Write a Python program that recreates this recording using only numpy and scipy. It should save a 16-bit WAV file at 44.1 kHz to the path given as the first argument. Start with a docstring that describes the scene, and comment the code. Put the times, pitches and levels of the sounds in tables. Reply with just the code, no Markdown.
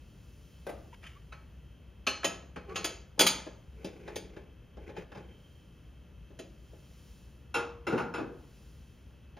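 """A quiet kitchen: filtered-noise rumble and a faint whine of wavering sines lie under everything; noise makes a sizzle and a sleeve.
Two dull wooden knocks come first, then a plate is rubbed in tiny random slips; short gliding tones squeak and one rings high.
It clinks against two stacks in the wire dish rack of a wooden wall cabinet, drags along the wires and settles in soft bumps.
Then a china cup knocks onto the upper tier and rocks to rest; a last soft bump of the plate closes the scene.
Each knock, clink or bump mixes decaying modes with a dense noise burst for the cabinet and the kitchen's tail."""
import sys
import numpy as np
from scipy import signal
from scipy.fft import rfft, irfft, next_fast_len
from scipy.io import wavfile
from scipy.ndimage import map_coordinates

SR = 44100
rng = np.random.default_rng(int(sys.argv[2]) if len(sys.argv) > 2 else 0)


def bounce(signal):
    """Save signal as a 16-bit WAV file at the path given by the first command-line argument."""
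    frames = np.transpose(np.atleast_2d(signal))
    limited = np.clip(frames, -1, 1)
    pcm = np.round(limited * 32767).astype(np.int16)
    wavfile.write(sys.argv[1], SR, pcm)


N = 414099  # samples


def amp(db):
    """Decibels as an amplitude factor."""
    return 10 ** (np.asarray(db) / 20)


def rms(x):
    """Root mean square, kept above zero."""
    return np.sqrt(np.mean(x ** 2) + 1e-24)


def along(points, hz):
    """Read a curve of (Hz, value) points along a log frequency axis."""
    f, value = np.transpose(points)
    return np.interp(np.log(hz + 1), np.log(f + 1), value)


def wobble(rate, n):
    """A smooth random curve with rate knots a second."""
    knots = rng.standard_normal(int(n * rate / SR) + 4)
    return map_coordinates(knots, [np.arange(n) * rate / SR])


def filtered(x, response):
    """Multiply the spectrum of x by a response of frequency."""
    n = x.shape[-1]
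    padded = next_fast_len(n + 4096)
    spectrum = rfft(x, padded) * response(np.fft.rfftfreq(padded, 1 / SR))
    return irfft(spectrum, padded)[..., :n]


# Stereo width of a small space. Each row: frequency in Hz, side against mid in dB.
STEREO_WIDTH = [(60, -24), (200, -13), (380, -11.5), (680, -1.5), (1300, -16.5), (2600, -28), (4500, -23.5),
                (7000, -10.5), (15000, -7)]


def spread(pair, colour):
    """Turn two unrelated signals into a coloured left and right around a mid of rms 1."""
    def mid_and_side(hz):
        return colour(hz) * np.array([np.ones_like(hz), amp(along(STEREO_WIDTH, hz))])
    mid, side = filtered(pair, mid_and_side)
    return np.array([mid + side, mid - side]) / rms(mid)


def rush(spectrum):
    """Steady stereo noise with a given spectrum."""
    return spread(rng.standard_normal((2, N)), lambda hz: amp(along(spectrum, hz)))


def add(out, s, sound):
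    """Mix a sound into out from time s in seconds."""
    start = round(s * SR)
    part = sound[:, :max(N - start, 0)]
    out[:, start:start + part.shape[1]] += part


STROKE_EDGE_DB, STROKE_ROUND = 20.5, 1.5  # fall at the ends of swell and fade; 1 = pointed, 2 = bell-shaped


def strokes(rows):
    """Hand movements and passing swells as one gain per sample: each rises to its peak and fades."""
    t = np.arange(N) / SR
    power = np.zeros(N)
    for s, swell, fade, db in rows:
        away = np.maximum((s - t) / swell, (t - s) / fade)
        power += amp(db - STROKE_EDGE_DB * np.minimum(away, 10) ** STROKE_ROUND) ** 2
    return np.sqrt(power)


# Spectrum of the room's rumble. Each row: frequency in Hz, relative density in dB per Hz.
RUMBLE_COLOUR = [(22, -30.5), (42, -10.5), (62, 3), (85, -8.5), (150, -10), (250, -19), (500, -27),
                 (750, -34.5), (1500, -36), (2300, -39), (3100, -37), (3700, -45.5), (7000, -52.5),
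                 (16000, -60)]


def room_rumble(room_db=-50.5):
    """Steady noise, weighted to the lows, as the bed of the room."""
    return amp(room_db) * rush(RUMBLE_COLOUR)


# Partials of the whine. Each row: frequency in Hz, level in dB before the common lift.
WHINE_PARTIALS = [(490, -80), (585, -81), (1378, -87), (2611, -78.5), (2659, -86), (2859, -88), (2955, -87),
                  (3155, -78.5), (3203, -88), (3350, -89), (6130, -94), (6207, -89)]
WHINE_LIFT_DB, WHINE_WANDER_DB = 4, 1


def appliance_whine(phase_drift=.35, flutter_db=1.5):
    """Thin sines with wandering phase (radians), each fluttering in level under one slow common wander."""
    t = np.arange(N) / SR
    level = amp(WHINE_LIFT_DB + WHINE_WANDER_DB * wobble(1, N))
    whine = np.zeros(N)
    for hz, db in WHINE_PARTIALS:
        flutter = amp(db + flutter_db * wobble(7.2, N))
        whine += flutter * np.sin(2 * np.pi * hz * t + phase_drift * wobble(12, N))
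    return level * whine


# Passes of a faint, narrow, high sizzle. Each row: peak in seconds, swell and fade in seconds, level in dB.
SIZZLE_PASSES = [(.58, .25, .15, -71), (4.95, .6, 0.28, -73.5), (5.3, .25, .75, -67.5),
                 (6.9, 0.77, 0.53, -74.5)]
SIZZLE_HZ, SIZZLE_WIDTH_HZ = 3140, 75


def sizzle():
    """Noise through one narrow resonance that comes and goes."""
    def resonance(hz):
        return 1 / (1 + ((hz - SIZZLE_HZ) / SIZZLE_WIDTH_HZ) ** 2)
    return strokes(SIZZLE_PASSES) * spread(rng.standard_normal((2, N)), resonance)


# Arm movements. Each row: peak in seconds, swell and fade in seconds, level in dB.
ARM_MOVES = [(.45, 1.3, 1.8, -69), (3.9, .8, 0.66, -74.5), (5.45, 0.37, 1, -73.5), (7.1, .95, 0.49, -65.5),
             (8.6, 0.52, 0.86, -67.5)]
# Hiss of the cloth. Each row: frequency in Hz, relative density in dB per Hz.
CLOTH_COLOUR = [(1000, -10), (3000, -0.5), (5500, 1.5), (7300, -0.5), (10000, -5), (12500, -12),
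                (15500, -10)]


def sleeve():
    """Cloth hisses as bright noise that follows the arm."""
    return strokes(ARM_MOVES) * rush(CLOTH_COLOUR)


# Four registers of a blow: knock, body, clink, sparkle. Each row: low edge in Hz, high edge in Hz.
BLOW_REGISTERS = [(90, 600), (600, 2000), (2000, 7600), (8500, 16000)]
# Reverberation of the kitchen. Each row: frequency in Hz, t60 in seconds.
KITCHEN_T60 = [(120, 0.93), (350, 0.51), (1000, 0.58), (3000, 0.42), (6500, 0.43), (14000, 0.2)]


def blow(levels_db, modes, clatter, ring_db, lift_db, width_hz, cabinet_t60, kitchen_db, rise, ripple_db=3):
    """One contact: ringing modes, a dense burst in the cabinet and the kitchen's own tail."""
    t = np.arange(int(.7 * SR)) / SR
    attack = slice(0, int(.022 * SR))  # levels are set over the first 22 ms

    def colour(f):
        # the reflections are strongest around the frequencies that the object radiates
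        peaks = sum(amp(db + lift_db) / (1 + ((f - hz) / width_hz) ** 2) for hz, db, _ in modes)
        return amp(along(clatter, f)) + peaks

    def ripple(f):
        # nearby panels reinforce some frequencies and cancel others, differently for each contact
        return amp(ripple_db * map_coordinates(rng.standard_normal(256), [f / 110], order=1))

    burst = spread(rng.standard_normal((2, len(t))), lambda f: colour(f) * ripple(f))
    hz, when, bins = signal.stft(burst, SR, nperseg=256)
    cabinet_fade = amp(-60 * when / cabinet_t60)
    kitchen_fade = amp(kitchen_db - 60 * when / along(KITCHEN_T60, hz)[:, None])
    faded = bins * np.hypot(cabinet_fade, kitchen_fade)
    dense = signal.istft(faded, SR, nperseg=256)[1][:, :len(t)]

    # each contact point favours other modes
    chance = rng.standard_normal((len(modes), 2))
    ring = np.zeros(len(t))
    for (hz, db, t60), (favour_db, phase) in zip(modes, chance):
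        ring += amp(db + favour_db - 60 * t / t60) * np.sin(2 * np.pi * (hz * t + phase))

    sound = dense / rms(dense[:, attack]) + amp(ring_db) * ring / rms(ring[attack])
    sound = sound * (1 - np.exp(-t / rise))  # the reflections take a moment to pile up

    # weight and hardness of the contact set the strength of each register
    out = np.zeros_like(sound)
    for db, band in zip(levels_db, BLOW_REGISTERS):
        part = signal.sosfilt(signal.butter(4, band, "bandpass", fs=SR, output="sos"), sound)
        out += amp(db) * part / rms(part[:, attack])
    return out


# Dense, unpitched part of a cup or wood blow. Each row: frequency in Hz, relative density in dB per Hz.
CUP_AND_WOOD_CLATTER = [(90, -9.5), (170, -2.5), (350, 2.5), (650, -7), (1350, -1.5), (1900, -14.5),
                        (2600, -5.5), (3300, -12.5), (5300, -18.5), (6300, -22), (10000, -35), (16000, -46)]
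# Hollow double knock. Each row: start in seconds, level in dB.
WOOD_KNOCKS = [(0.666, -40), (0.692, -40)]
# Modes of the wood. Each row: frequency in Hz, relative level in dB, t60 in seconds.
WOOD_RING = [(216, -11, 0.44), (497, 1, 0.064), (558, 1, 0.21), (688, -14, 0.33), (810, -11.5, .15),
             (1065, -20, 0.23), (1570, -11.5, 0.12), (2013, -21, 0.13)]
# Knock, body, clink and sparkle against the blow's level, in dB.
WOOD_BALANCE_DB = (0.5, -3, -13.5, -20)


def wood():
    """Wood gives two dull knocks in quick succession, with broad, quickly damped modes."""
    out = np.zeros((2, N))
    for s, db in WOOD_KNOCKS:
        levels_db = db + np.array(WOOD_BALANCE_DB)
        add(out, s, blow(levels_db, WOOD_RING, CUP_AND_WOOD_CLATTER, ring_db=1.0, lift_db=6.0, width_hz=130,
                         cabinet_t60=.1, kitchen_db=-9.0, rise=0.00078))
    return out


def friction(moves, colour, slips_per_s, scatter_db, echo_t60):
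    """Tiny slips of random timing, size and sign, each smeared by the cabinet."""
    happens = rng.random(N) < slips_per_s / SR
    slips = happens * amp(scatter_db * rng.standard_normal(N)) * rng.choice([-1, 1], N)
    t = np.arange(SR // 4) / SR
    echo = rng.standard_normal((2, len(t))) * amp(-60 * t / echo_t60)
    pair = signal.fftconvolve(slips[None], echo, axes=1)[:, :N]
    return strokes(moves) * spread(pair, lambda hz: amp(along(colour, hz)))


# Short dry rubs as a plate is picked up. Each row: peak in seconds, swell and fade in seconds, level in dB.
PICKUP_RUBS = [(.948, 0.03, 0.0056, -51.5), (1.045, .03, .17, -52.5)]
# Tone of the rub. Each row: frequency in Hz, relative density in dB per Hz.
DRY_RUB_COLOUR = [(500, -34), (1200, 1), (2000, 3.5), (3000, 7), (4000, -12), (6500, -10), (10000, -18),
                  (16000, -38)]


def rub():
    """Dense, uneven slips scrape in the upper mids."""
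    return friction(PICKUP_RUBS, DRY_RUB_COLOUR, slips_per_s=1700, scatter_db=7.5, echo_t60=0.072)


# Short pushes over the wires. Each row: peak in seconds, swell and fade in seconds, level in dB.
WIRE_DRAGS = [(2.76, 0.12, 0.27, -41), (3.86, 0.099, 0.17, -46.5), (4.1, 0.18, 0.22, -44),
              (4.35, .14, 0.2, -51.5), (4.88, 0.088, 0.055, -45.5), (4.99, 0.056, 0.064, -44),
              (5.19, 0.12, 0.2, -50)]
# Tone of the rack. Each row: frequency in Hz, relative density in dB per Hz.
RACK_COLOUR = [(120, -6), (185, 4.5), (230, -13.5), (320, 2), (400, 8.5), (540, -6.5), (700, -2),
               (900, -11), (1400, -19), (2400, -13.5), (3800, -28), (6500, -31.5), (10000, -42.5),
               (16000, -50)]


def drag():
    """The plate drags over the wires and its sparser slips sound the rack, low and hollow."""
    return friction(WIRE_DRAGS, RACK_COLOUR, slips_per_s=270, scatter_db=4.0, echo_t60=0.085)


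# Squeaks of rubbed glass and, in the last row, one high, swelling glass ring.
# Each row: middle in seconds, length in seconds, start pitch in Hz, end pitch in Hz,
# level in dB, step from each partial to the next in dB.
GLASS_GLIDES = [(0.934, 0.02, 883, 1050, -50, -16), (1.17, 0.048, 1070, 1210, -57, -15),
                (1.328, 0.02, 1305, 1234, -46, -5.5), (2.702, .1, 433, 345, -44, -11),
                (2.721, 0.097, 1037, 1243, -49.5, -21), (2.776, 0.064, 6670, 6530, -42.5, -40)]


def gliding_tones(waver=0.017, echo_db=-5, echo_t60=0.088):
    """Short gliding tones, unsteady and briefly echoed: squeaks of rubbed glass and one high, swelling glass ring."""
    out = np.zeros((2, N))
    for s, length, start_hz, end_hz, db, overtone_db in GLASS_GLIDES:
        n = int(length * SR)
        pitch = np.linspace(start_hz, end_hz, n) * (1 + waver * wobble(385, n))
        phase = 2 * np.pi * np.cumsum(pitch) / SR
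        tone = sum(amp(db + k * overtone_db) * np.sin((k + 1) * phase) for k in range(3))
        add(out, s - length / 2, np.sqrt(2) * (tone * np.hanning(n))[None])
    t = np.arange(SR // 3) / SR
    echo = spread(rng.standard_normal((2, len(t))), np.ones_like) * amp(-60 * t / echo_t60)
    echo = echo / np.linalg.norm(echo[0])
    return out + amp(echo_db) * signal.fftconvolve(out, echo, axes=1)[:, :N]


# The cup on the wires. Each row: start in seconds, knock level in dB, body level in dB, clink level in dB,
# free ring against clatter in dB.
CUP_TOUCHES = [(7.541, -50, -32, -33, -1), (7.553, -32, -35, -48, 4.5), (7.579, -40, -38, -55, -2),
               (7.867, -33, -34, -41.5, -4.5), (7.923, -26, -36, -51, -11), (7.951, -42, -56, -66, -10),
               (7.975, -46, -35, -45.5, -11), (7.993, -40, -35.5, -55, 2.5),
               (8.138, -40.5, -36.5, -45.5, 1.5), (8.179, -35.5, -42.5, -56, -29)]
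# Modes of the china cup. Each row: frequency in Hz, relative level in dB, t60 in seconds.
CUP_RING = [(335, -5, .3), (377, -4, .28), (472, -2, .68), (825, -4, .28), (900, -7, .2), (1254, -3, .23),
            (1405, 0, .27), (1460, -3, .25), (2040, -15, .36), (2256, -16, .32), (2590, -6, .2),
            (2720, -3, .22), (3208, -15, .3), (3666, -23, .3), (4005, -16, .24), (5200, -14, .18),
            (5259, -14, .28), (5360, -17, .25), (7020, -14, .22), (9205, -24, .24), (10550, -22, .18)]
CUP_SPARKLE_DB = -19  # top register against the clink


def cup():
    """The cup touches the upper tier and rings, then rocks against the wires and comes to rest."""
    out = np.zeros((2, N))
    for s, knock_db, body_db, clink_db, ring_db in CUP_TOUCHES:
        levels_db = (knock_db, body_db, clink_db, clink_db + CUP_SPARKLE_DB)
        add(out, s, blow(levels_db, CUP_RING, CUP_AND_WOOD_CLATTER, ring_db, lift_db=-4.5, width_hz=15,
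                         cabinet_t60=0.21, kitchen_db=-3.0, rise=0.0027))
    return out


def dish_shares(dish):
    """How much each of the four dishes takes part: 0 held plate, 1 left stack, 2 right stack, 3 seated plate."""
    return np.clip(1 - abs(np.clip(dish, 0, 3) - np.arange(4)), 0, 1)


# Modes of the held plate, the left stack, the right stack and the seated plate, then of the rack's frame,
# which every glass contact shakes. Each row: frequency in Hz, relative level in dB, t60 in seconds.
HELD_PLATE_RING = [(1109, -5, .22), (1297, 2, .27), (1497, -10, .35), (1814, -11, .35), (2283, -5, .33),
                   (2509, 0, .35), (2600, -2, .24), (2700, 0, .22), (2972, -1, .32), (3120, -6, .28),
                   (3230, -8, .28), (4226, -1, .45), (4780, -6, .3), (6130, -11, .3), (6261, -5, .38),
                   (6560, -14, .25), (6783, -14, .22), (8893, -15, .23), (9297, -12, .24), (10520, -22, .2),
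                   (11440, -20, .2)]
LEFT_STACK_RING = [(678, -3, .33), (1297, -3, .35), (1696, -4, .16), (1880, -6, .28), (2440, -3, .24),
                   (2616, -1, .3), (2676, -5, .31), (3079, 0, .33), (3320, -6, .24), (3500, -9, .16),
                   (4037, -5, .28), (4780, -7, .2), (4980, -6, .24), (5560, -9, .2), (6126, -10, .26),
                   (6492, -6, .32), (6610, -3, .22), (6675, -3, .33), (6880, -7, .22), (9141, -14, .22),
                   (11040, -11, .2)]
RIGHT_STACK_RING = [(904, 0, .24), (1296, -3, .25), (1480, -4, .29), (2219, -6, .24), (2440, -6, .22),
                    (3106, -3, .33), (3213, -3, .28), (3290, -2, .26), (3407, -2, .24), (3955, -5, .22),
                    (4160, -5, .28), (4350, -10, .33), (4673, -3, .2), (4747, 4, .22), (4892, -1, .24),
                    (6352, 0, .25), (6480, -6, .25), (6600, -4, .28), (6705, -4, .22), (7047, -11, .22),
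                    (9103, -11, .25), (9500, -14, .22), (10380, -17, .21), (11940, -19, .15),
                    (14110, -19, .2)]
SEATED_PLATE_RING = [(592, -2, .25), (850, -3, .2), (1650, -4, .16), (1760, -5, .16), (2440, -5, .18),
                     (2643, -2, .2), (3130, -5, .22), (3590, 2, .15), (3900, -3, .15), (4780, -3, .13),
                     (4960, -4, .13), (5200, -3, .15), (5850, -4, .15), (6550, -6, .22), (9350, -15, .16)]
RACK_FRAME_RING = [(184, -3.5, .6), (262, -7, .35), (318, -2, .32), (388, 0, .27), (490, -5, .32),
                   (549, -6, .38), (646, -8, .35), (830, -4, .26), (1060, -7, .22)]
# Dense, unpitched part of a glass blow. Each row: frequency in Hz, relative density in dB per Hz.
GLASS_BURST = [(90, -11), (180, -5.5), (350, 4.5), (550, -2.5), (800, -6.5), (1300, 0.5), (1900, -1.5),
               (2800, 2), (3900, -0.5), (5400, -3.5), (6600, -6.5), (9300, -13.5), (12000, -21),
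               (16000, -24.5)]
BUILD_UP_S = .0025  # time for the cabinet's reflections to pile up


def glass_blow(levels_db, dish):
    """One contact rings the dishes that it touches and shakes the frame of the rack."""
    rings = (HELD_PLATE_RING, LEFT_STACK_RING, RIGHT_STACK_RING, SEATED_PLATE_RING)
    modes = []
    for share, table in zip(dish_shares(dish), rings):
        if share > 0:
            modes += [(hz, db + 10 * np.log10(share), t60) for hz, db, t60 in table]
    return blow(levels_db, modes + RACK_FRAME_RING, GLASS_BURST, ring_db=-6.5, lift_db=4.5, width_hz=35,
                cabinet_t60=.1, kitchen_db=-12.5, rise=BUILD_UP_S)


# Glass strikes glass. Each row: start in seconds, clink level in dB, knock in the rack in dB,
# dish number as in dish_shares (a fraction sounds both neighbours).
GLASS_CLINKS = [(2.066, -30.5, -43.5, 0), (2.07, -29.5, -38.5, 0), (2.243, -28, -32.5, 1),
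                (2.757, -34.5, -55.5, 0.3), (2.843, -31.5, -39.5, 1.5), (3.192, -20.5, -28.5, 2.04),
                (3.206, -21.5, -28, 2), (3.264, -22, -55.5, 2), (3.844, -47, -36.5, 3),
                (4.157, -41, -39, 2.5), (6.389, -49.5, -43.5, 1)]
# Soft bumps on wires or dishes. Each row: start in seconds, body level in dB, knock in the rack in dB.
SOFT_BUMPS = [(1.031, -55.5, -83), (1.322, -47.5, -91), (2.23, -38.5, -56), (2.559, -44, -42),
              (2.693, -52, -61), (3.177, -54.5, -43), (3.464, -50.5, -41), (4.076, -45, -49.5),
              (4.363, -53, -45), (4.768, -59, -48.5), (4.889, -54.5, -46), (4.964, -45, -48),
              (5.117, -51.5, -53), (5.148, -50.5, -51.5), (5.17, -52, -51), (6.3, -68.5, -53.5),
              (6.73, -67.5, -53.5), (9.366, -54.5, -58)]
# Body and sparkle against the clink, one value in dB for each of the four dishes.
CLINK_BODIES_DB = (-4, -5, -8.5, -6.5)
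CLINK_SPARKLES_DB = (-22.5, -13.5, -9, -14)
BUMP_CLINK_DB, BUMP_SPARKLE_DB = -11.5, -30.5  # a soft contact's upper registers against its body
SEATED_S = 3.0  # bumps after this ring the plate leaning on the stack, earlier ones the held plate


def glass():
    """The plate meets the two stacks in hard, bright clinks and the wires or dishes in soft, dull bumps."""
    out = np.zeros((2, N))
    for s, db, knock_db, dish in GLASS_CLINKS:
        shares = dish_shares(dish)
        body_db = db + shares @ CLINK_BODIES_DB
        sparkle_db = db + shares @ CLINK_SPARKLES_DB
        add(out, s, glass_blow((knock_db, body_db, db, sparkle_db), dish))
    for s, db, knock_db in SOFT_BUMPS:
        dish = 3 if s > SEATED_S else 0
        add(out, s, glass_blow((knock_db, db, db + BUMP_CLINK_DB, db + BUMP_SPARKLE_DB), dish))
    return out


def scene():
    """The quiet kitchen with the dishes being put away in it."""
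    background = room_rumble() + appliance_whine() + sizzle() + sleeve()
    handling = rub() + drag() + gliding_tones()
    return background + wood() + handling + cup() + glass()


# Phase between the ports. Each row: frequency in Hz, lead of the left in radians.
LEFT_LEAD = [(200, 0), (1400, -.4), (3300, .5), (4700, .3), (6400, .76), (7200, .6), (9300, 1.3),
             (11000, .3)]
# Balance of the ports. Each row: frequency in Hz, left against right in dB.
LEFT_TILT = [(100, 1.6), (550, 1.5), (1500, .25), (8000, 0)]
# Narrow treble dip of the stereo pickup. Each row: frequency in Hz, gain in dB.
TREBLE_DIP = [(7000, -2), (7500, -5), (7850, -21), (8350, -28.5), (8650, -16.5), (8950, 0.5)]
TOP_HZ = 15650  # steep upper band limit


def record(dry):
    """Two close ports, with a narrow treble dip and a band limit."""
    def ports(hz):
        apart = amp(along(LEFT_TILT, hz) / 2) * np.exp(.5j * along(LEFT_LEAD, hz))
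        return amp(along(TREBLE_DIP, hz)) * np.array([apart, 1 / apart])

    def band_limit(hz):
        return 1 / np.sqrt(1 + (hz / TOP_HZ) ** 160)
    return filtered(filtered(dry, ports), band_limit)


dry = scene()
out = record(dry)
bounce(out)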